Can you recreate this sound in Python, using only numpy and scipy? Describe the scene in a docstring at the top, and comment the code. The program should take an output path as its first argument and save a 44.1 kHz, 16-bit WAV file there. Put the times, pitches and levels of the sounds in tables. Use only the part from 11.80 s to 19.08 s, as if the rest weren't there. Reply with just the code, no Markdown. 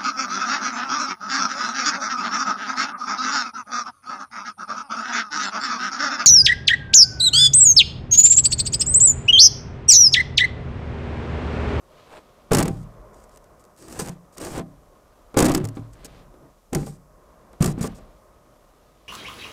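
"""Dull building noise, handling rumble, rustle and faint hiss lie under a close wooden sliding door.
The door stirs, then at 0.7 s is shaken and bumped hard: the panel booms in its low modes, the frame
clatters and a loose glass pane ticks and drags in its groove. Softer shaking follows from 2 s,
then hard bouts near 3.6, 4.9 and 5.8 s. The door rings out and the background remains."""
import sys
import numpy as np
from scipy import signal
from scipy.io import wavfile
from scipy.ndimage import uniform_filter1d

SR = 44100
rng = np.random.default_rng(int(sys.argv[2]) if len(sys.argv) > 2 else 0)


def int16_out(signal):
    """Quantize to a 16-bit WAV file."""
    q = np.round(np.clip(np.atleast_2d(signal).T, -1, 1) * 32767)
    wavfile.write(sys.argv[1], SR, q.astype(np.int16))


N = 321048


def from_db(db):
    """Decibels to gain."""
    return 10 ** (np.asarray(db) / 20)


def rms_one(x):
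    """Scale to rms 1."""
    return x / np.sqrt(np.mean(x ** 2) + 1e-20)


def bandpass(x, order, edges_hz):
    """Butterworth band filter."""
    return signal.sosfilt(signal.butter(order, edges_hz, "band", fs=SR, output="sos"), x + 1e-18)


def ring(force, hz, t60):
    """One mode: a unit click sets a sine of height 1 ringing."""
    r, w = from_db(-60 / (t60 * SR)), 2 * np.pi * hz / SR
    return signal.lfilter([0, np.sin(w)], [1, -2 * r * np.cos(w), r * r], force + 1e-18)


def colour(x, spectrum):
    """Third-octave EQ that keeps white noise at about the same rms."""
    hz, level_db = np.transpose(spectrum)
    edges = np.geomspace(hz[0], hz[-1], int(3 * np.log2(hz[-1] / hz[0])) + 1)
    gains = from_db(np.interp(np.log(edges[1:] * edges[:-1]) / 2, np.log(hz), level_db))
    gains /= np.sqrt(np.sum(gains ** 2 * np.diff(edges)) * 2 / SR)
    return sum(gain * (-1) ** k * bandpass(x, 2, edges[k:k + 2]) for k, gain in enumerate(gains))


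def grains(per_s, spread_db):
    """Random contacts of uneven size and sign, at rms 1."""
    sizes = from_db(spread_db * np.minimum(rng.exponential(1, N), 4)) * rng.choice([-1, 1], N)
    return rms_one(sizes * (rng.random(N) < per_s / SR))


def flicker(rate_hz, depth_db):
    """A gain that wanders at random."""
    hop = 32
    lowpass = signal.butter(2, rate_hz, fs=SR / hop, output="sos")
    wander = rms_one(signal.sosfilt(lowpass, rng.standard_normal(N // hop + 2)))
    return from_db(depth_db * np.interp(np.arange(N) / hop, np.arange(len(wander)), wander))


# Dull room tone: freq_hz, relative_db
BUILDING_EQ = [(35, -37), (60, -7), (197, -5.5), (234, -9), (447, -6.5), (661, -3.5), (719, -21),
               (1030, -7), (2070, -25.5), (3500, -46), (4550, -58), (7700, -120)]
# Hollow notes in the room tone: pitch_hz, gain_db, t60_s
BUILDING_MODES = [(631, -51, 0.11), (1093, -51.5, 0.087), (1270, -49.5, 0.18)]
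def building_noise():
    """Dull noise excites faint hollow resonances."""
    air = colour(rng.standard_normal(N), BUILDING_EQ)
    air += sum(from_db(gain_db) * ring(air, hz, t60) for hz, gain_db, t60 in BUILDING_MODES)
    return flicker(16.2, 0.52) * rms_one(air)


def handling_rumble(floor_db, force):
    """Deep rumble swells with the shaking and lingers after it."""
    band_hz, linger_t60_s = [28, 58], 1.13
    power_decay = from_db(-120 / (linger_t60_s * SR))
    linger = np.sqrt(signal.lfilter([10 / SR], [1, -power_decay], force ** 2 + 1e-18))
    bed = rms_one(bandpass(rng.standard_normal(N), 3, band_hz))
    swell = bandpass(force * rng.standard_normal(N), 3, band_hz)
    return (from_db(floor_db) + from_db(-29) * linger) * bed + from_db(-6) * swell


# Fader moves of the background: time_s, building_db, rustle_db, rumble_db
BED_FADERS = [(0.0, -57.5, -75, -60), (0.2, -52, -59, -67), (0.37, -56.5, -66, -74), (0.45, -55, -67, -67),
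              (1.0, -52.5, -68.5, -46), (1.3, -49.5, -75.5, -54.5), (1.5, -53, -71.5, -56),
              (2.0, -56, -77.5, -64.5), (3.38, -56.5, -72, -57.5), (4.0, -51.5, -66, -66),
              (4.12, -57, -72.5, -51), (4.25, -60, -61.5, -54), (4.4, -54.5, -62.5, -52),
              (4.45, -56.5, -76, -58), (4.65, -54, -74, -58), (4.8, -61, -73, -59),
              (5.3, -57.5, -79.5, -65), (5.5, -53.5, -72, -58), (5.62, -53.5, -74, -60),
              (6.15, -53, -64, -43), (6.43, -55, -74.5, -63), (7.28, -58.5, -68.5, -60)]
def background(force):
    """Room tone and rumble, with a grainy rustle and faint hiss on top."""
    time_s, *faders = np.transpose(BED_FADERS)
    building_db, rustle_db, rumble_db = [np.interp(np.arange(N) / SR, time_s, db) for db in faders]
    lows = from_db(building_db) * building_noise() + handling_rumble(rumble_db, force)
    rustle = rms_one(bandpass(grains(4000, spread_db=-5), 2, [1500, 4500])) * flicker(25, 0.53)
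    hiss_eq = [(1180, -34), (2000, -13), (3430, -33.5), (4710, 9), (15500, 3)]  # freq_hz, relative_db
    hiss = colour(rng.standard_normal(N), hiss_eq) * flicker(3, 0.28)
    return lows + from_db(rustle_db) * rustle + from_db(-72.5) * hiss


# Bouts of shaking: start_s, rise_s, hold_s, force_db, release_db_per_s, clatter_offset_db, favoured_hz
SHAKE_BOUTS = [(0.261, 0.088, 0.026, -46.5, 399.5, 11, 345), (0.708, 0.0032, 0.1, -15, 248, -4, 206),
               (0.849, 0.0051, 0.018, -22.5, 109.5, -14, 156), (1.968, 0.044, 0.1, -44, 200, -6.5, 362),
               (2.073, 0.12, 0.09, -32.5, 193, -2.5, 195), (2.564, 0.073, 0.032, -30, 198, 0, 327),
               (2.7, 0.073, 0.025, -27.5, 702, -1.5, 212), (3.565, 0.0014, 0.13, -14.5, 235, -3, 233),
               (3.741, 0.0011, 0.022, -20, 142, -7, 250), (4.12, 0.03, 0.27, -48.5, 115.5, -1, 175),
               (4.47, 0.17, 0.0088, -46, 405.5, -27, 223), (4.923, 0.0047, 0.04, -18, 146, -16, 204),
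               (5.804, 0.001, 0.06, -15.5, 162.5, -13, 172), (5.987, 0.0029, 0.097, -35.5, 215, -2.5, 185)]
def hand_shakes():
    """Each bout swells, holds and is let go; gives panel force, frame clatter and favoured pitch."""
    swell_db, clatter_loss_db_per_s, rest_hz, sag_s = 14.5, 73, 118, 0.11
    curves, t = np.zeros((3, N)), np.arange(SR) / SR
    for start, rise, hold, force_db, release, clatter_db, favoured_hz in SHAKE_BOUTS:
        at, since_release = round(start * SR), np.maximum(t - rise - hold, 0)
        force = from_db(force_db - swell_db * np.maximum(1 - t / rise, 0) - release * since_release)
        # once let go, the clatter dies first and the pitch sinks to that of the free door
        clatter = force * from_db(clatter_db - clatter_loss_db_per_s * since_release)
        pitch = rest_hz + (favoured_hz - rest_hz) * np.exp(-since_release / sag_s)
        curves[:, at:at + SR] += force, clatter, force * pitch
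    force, clatter, weighted_pitch = curves
    return force, clatter * flicker(29, 1.2), weighted_pitch / (force + 1e-20)


def nearness(hz, favoured_hz, octaves):
    """Where the door is held or struck decides which modes answer: those near the favoured pitch."""
    return 1 / (1 + (np.log2(hz / np.maximum(favoured_hz, 1)) / octaves) ** 2)


# Modes of the wooden panel: pitch_hz, gain_db, t60_s
PANEL_MODES = [(59.5, -3, 0.23), (113.6, -4.5, 0.6), (147.6, 2.5, 0.2), (167.1, -1.5, 0.13),
               (177.4, -5, 0.39), (203.4, -0.5, 0.17), (247.2, 1, 0.13), (278, -2.5, 0.25), (312.6, 5, 0.1),
               (364.3, 5.5, 0.15), (514, -9, 0.1), (449, -5, 0.12), (576, 4, 0.015), (589, -18, 0.067),
               (666.3, -10, 0.14), (786, -13, 0.2), (1028, -6.5, 0.062), (1153, -8.5, 0.058)]
def panel_boom(force, clatter, ticks, favoured_hz):
    """Rough shaking drives the twelve low modes; clatter and ticks knock the upper ones."""
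    rough, boom = rng.standard_normal((2, N)), np.zeros(N)
    for k, (hz, gain_db, t60) in enumerate(PANEL_MODES):
        if k < 12:
            drive = from_db(-37) * force * nearness(hz, favoured_hz, octaves=0.73) * rough[k % 2]
        else:
            drive = from_db(-36) * clatter * rough[k % 2] + from_db(-24) * ticks
        boom += (-1) ** k * from_db(gain_db) * ring(drive, hz, t60)
    return boom


# Woody tone of the frame: freq_hz, relative_db
FRAME_EQ = [(240, -40), (400, 2.5), (912, -3.5), (1140, -6), (3600, -18.5), (5000, -24), (6500, -44),
            (11000, -120)]
def frame_clatter(clatter, ticks):
    """The frame sounds under its own rattling contacts and under every tick of the pane."""
    rattle = from_db(-10.5) * clatter * grains(1500, spread_db=3)
    return colour(rattle + from_db(-1) * ticks, FRAME_EQ)


# The door hits its frame: start_s, level_db, favoured_hz, crack_offset_db
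DOOR_HITS = [(0.716, -6.5, 199, -3.5), (0.734, -11.5, 393, -21), (0.789, -6.5, 203, -13),
             (0.858, -32, 170, 2), (0.88, -17.5, 173, -10), (0.907, -15.5, 132, -44),
             (2.195, -27, 413, 6.5), (2.22, -22, 174, -39), (2.24, -30, 202, -20), (2.297, -24, 182, -32),
             (2.612, -32, 324, -25), (2.746, -30.5, 149, -21), (2.776, -18.5, 264, -9),
             (2.793, -21.5, 166, -12), (3.543, -31, 325, 4), (3.57, -8, 300, -1), (3.61, -9.5, 264, -10),
             (3.627, -9.5, 199, -12), (3.641, -11, 240, -10.5), (3.747, -9.5, 278, -15),
             (3.838, -14, 114, -17), (3.97, -23.5, 270, -7.5), (3.994, -18.5, 120.4, -37),
             (4.249, -36.5, 280, -5), (4.541, -48, 294, 0), (4.931, -16, 216, -8),
             (4.96, -16, 161.5, -10.5), (5.03, -27.5, 165.5, -8.5), (5.07, -27.5, 172, -5),
             (5.734, -48.5, 404, 6.5), (5.808, -4, 155.5, -24.5), (5.823, -24, 164, -3),
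             (5.878, -13.5, 148, -13.5), (5.978, -15.5, 236, -19), (6.011, -13, 189, -17),
             (6.042, -15.5, 230, -5.5), (6.186, -51.5, 404, 8.5)]
def door_bumps():
    """A bump strikes every panel mode, with a hard snap and a brief crack at the front."""
    held_t60_share, choke_db_per_s, free_t60_s, detune_share = 0.73, 301.5, 0.64, 0.015
    hz, gain_db, t60 = np.transpose(PANEL_MODES)[:, :, None]
    chance = rng.standard_normal((len(DOOR_HITS), 2, len(PANEL_MODES), 1))
    next_starts = [hit[0] for hit in DOOR_HITS[1:]] + [N / SR]
    (boom, crack_envelope, snap), t = np.zeros((3, N)), np.arange(SR // 2) / SR
    attack = 1 - np.exp(-t / 0.0012)
    for hit, (scatter, shift), next_start in zip(DOOR_HITS, chance, next_starts):
        start, level_db, favoured_hz, crack_db = hit
        at = round(start * SR)
        strength = from_db(level_db - 8.5 + gain_db + 1.5 * scatter)
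        strength *= nearness(hz, favoured_hz, octaves=0.36) ** 2
        # the hand damps the ring and the next bump chokes it; a weaker part escapes both
        choke_db = choke_db_per_s * np.maximum(t + start - next_start, 0)
        held = from_db(-60 * t / (t60 * held_t60_share) - choke_db)
        free = from_db(-9.5 - 60 * t / np.minimum(free_t60_s, 3 * t60))
        tones = np.sin(2 * np.pi * hz * (1 + detune_share * shift) * t)  # the grip shifts each mode
        boom[at:at + len(t)] += np.sum(strength * attack * (held + free) * tones, axis=0)
        snap[at] = from_db(level_db + crack_db + 7)
        crack_envelope[at:at + len(t)] += from_db(level_db + crack_db - 14.5 - 60 * t / 0.08)
    crack = crack_envelope * grains(8000, spread_db=-6.5) + snap
    knock = sum(from_db(gain_db - 15) * ring(crack, hz, t60) for hz, gain_db, t60 in PANEL_MODES[10:])
    snap_edge = from_db(-6) * bandpass(snap, 1, [300, 2513])
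    return boom + knock + colour(crack, FRAME_EQ) + snap_edge


# The pane ticks in its groove: start_s, level_db
PANE_TICKS = [(0.719, -14), (0.733, -8.5), (0.748, -6.5), (0.7698, -11), (0.7845, -9), (0.7904, -14),
              (0.802, -15), (0.827, -13), (0.856, -22.5), (0.88, -20), (1.344, -46), (1.403, -48),
              (1.44, -42), (1.494, -45.5), (1.56, -40), (1.573, -36.5), (1.642, -45), (1.8402, -43),
              (1.851, -44), (1.964, -45), (2.0244, -37), (2.083, -32.5), (2.1253, -27.5), (2.1984, -17),
              (2.26, -28), (2.274, -26.5), (2.2848, -26.5), (2.2923, -27), (2.581, -25), (2.615, -25),
              (2.6485, -23.5), (2.667, -33), (2.794, -32), (2.778, -31), (3.5427, -38), (3.5727, -9),
              (3.583, -11.5), (3.589, -6.5), (3.603, -8), (3.625, -9), (3.645, -14.5), (3.6535, -10.5),
              (3.659, -20), (3.663, -13), (3.684, -19.5), (3.695, -19.5), (3.7173, -16.5), (3.739, -24.5),
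              (3.7484, -8.5), (3.771, -27), (3.777, -22), (3.8431, -28.5), (3.8518, -22), (3.8726, -36),
              (3.8875, -28.5), (4.134, -41), (4.931, -20.5), (4.949, -12.5), (5.731, -44), (5.808, -32),
              (5.8242, -12), (5.843, -13), (5.8595, -14), (5.876, -23), (6.0097, -27), (6.0282, -21.5)]
def pane_ticks():
    """A hard contact, then a dying burst of tiny ones along the glass edge; loud ticks last longer."""
    (burst, snap), t = np.zeros((2, N)), np.arange(SR // 8) / SR
    attack = 1 - np.exp(-t / 0.00033)
    for start, level_db in PANE_TICKS:
        at, t60 = round(start * SR), np.clip(0.027 + 0.0004 * level_db, 0.01, 0.1)
        burst[at:at + len(t)] += attack * from_db(level_db - 13 - 60 * (t / t60) ** 1.374)
        snap[at] = from_db(level_db + 3.5)
    return burst * grains(16000, spread_db=1) + snap


# Bright tone of the pane: freq_hz, relative_db
GLASS_EQ = [(880, -23), (1500, -4), (2070, -6), (3690, -9), (5400, -1), (8050, 0.5), (15500, -14.5)]
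# Short modes of the pane: pitch_hz
GLASS_MODES = [1460, 1910, 2470, 3240, 4020, 4830, 5310, 6220, 6990, 7820, 8220, 8500, 9040]
def glass_ring(ticks, drags):
    """The pane colours its contacts; its modes come and go as the contact point shifts."""
    drive = drags + from_db(-8) * ticks  # a tick seats the pane, so it rings less than a drag
    gains = from_db(-31 + np.interp(GLASS_MODES, *np.transpose(GLASS_EQ)))
    modes = sum(gain * ring(flicker(10, 4) * drive, hz, t60=0.022) for hz, gain in zip(GLASS_MODES, gains))
    return colour(ticks + drags, GLASS_EQ) + modes


# The pane drags along its groove: start_s, length_s, level_db, ramp_db
PANE_DRAGS = [(0.893, 0.15, -67, -0.5), (1.33, 0.12, -71, 3), (1.513, 0.041, -68.5, 3),
              (1.795, 0.024, -65, -3), (1.973, 0.13, -59.5, -2), (2.098, 0.17, -53.5, -0.5),
              (2.3, 0.044, -69, -1), (2.19, 0.048, -35, -18), (2.523, .034, -64, 3),
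              (2.571, 0.0081, -50, -5), (2.6, 0.19, -49, -2), (3.951, 0.06, -58, -17),
              (4.128, 0.018, -62, -7), (4.246, 0.023, -38, -20), (4.966, 0.1, -51.5, -7.5),
              (5.063, 0.11, -49, -21), (5.807, 0.12, -44, -7), (5.982, 0.019, -53, -19),
              (6.011, 0.066, -41.5, -2), (6.147, 0.045, -59, -5)]
def pane_drags(clatter):
    """Dense, uneven friction that starts and stops abruptly."""
    envelope = from_db(-29) * clatter  # the pane also buzzes with the frame
    for start, length, level_db, ramp_db in PANE_DRAGS:
        at, n = round(start * SR), round(length * SR)
        envelope[at:at + n] += from_db(level_db + np.linspace(0, ramp_db, n))
    return uniform_filter1d(envelope, size=130) * flicker(63, 0.42) * grains(12000, spread_db=4)


def scene():
    """Frame, panel and glass over the background, in mono."""
    force, clatter, favoured_hz = hand_shakes()
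    ticks = pane_ticks()
    wood = frame_clatter(clatter, ticks) + panel_boom(force, clatter, ticks, favoured_hz) + door_bumps()
    glass = glass_ring(ticks, pane_drags(clatter))
    return (wood + glass + background(force))[None]


def record(dry):
    """Soft clipping rounds the peaks; a steep low-pass cuts the very top."""
    ceiling, stopband_hz = 0.8, 16854
    lowpass = signal.cheby2(12, 70, stopband_hz, fs=SR, output="sos")
    return signal.sosfilt(lowpass, ceiling * np.tanh(dry / ceiling))


dry = scene()
out = record(dry)
int16_out(out)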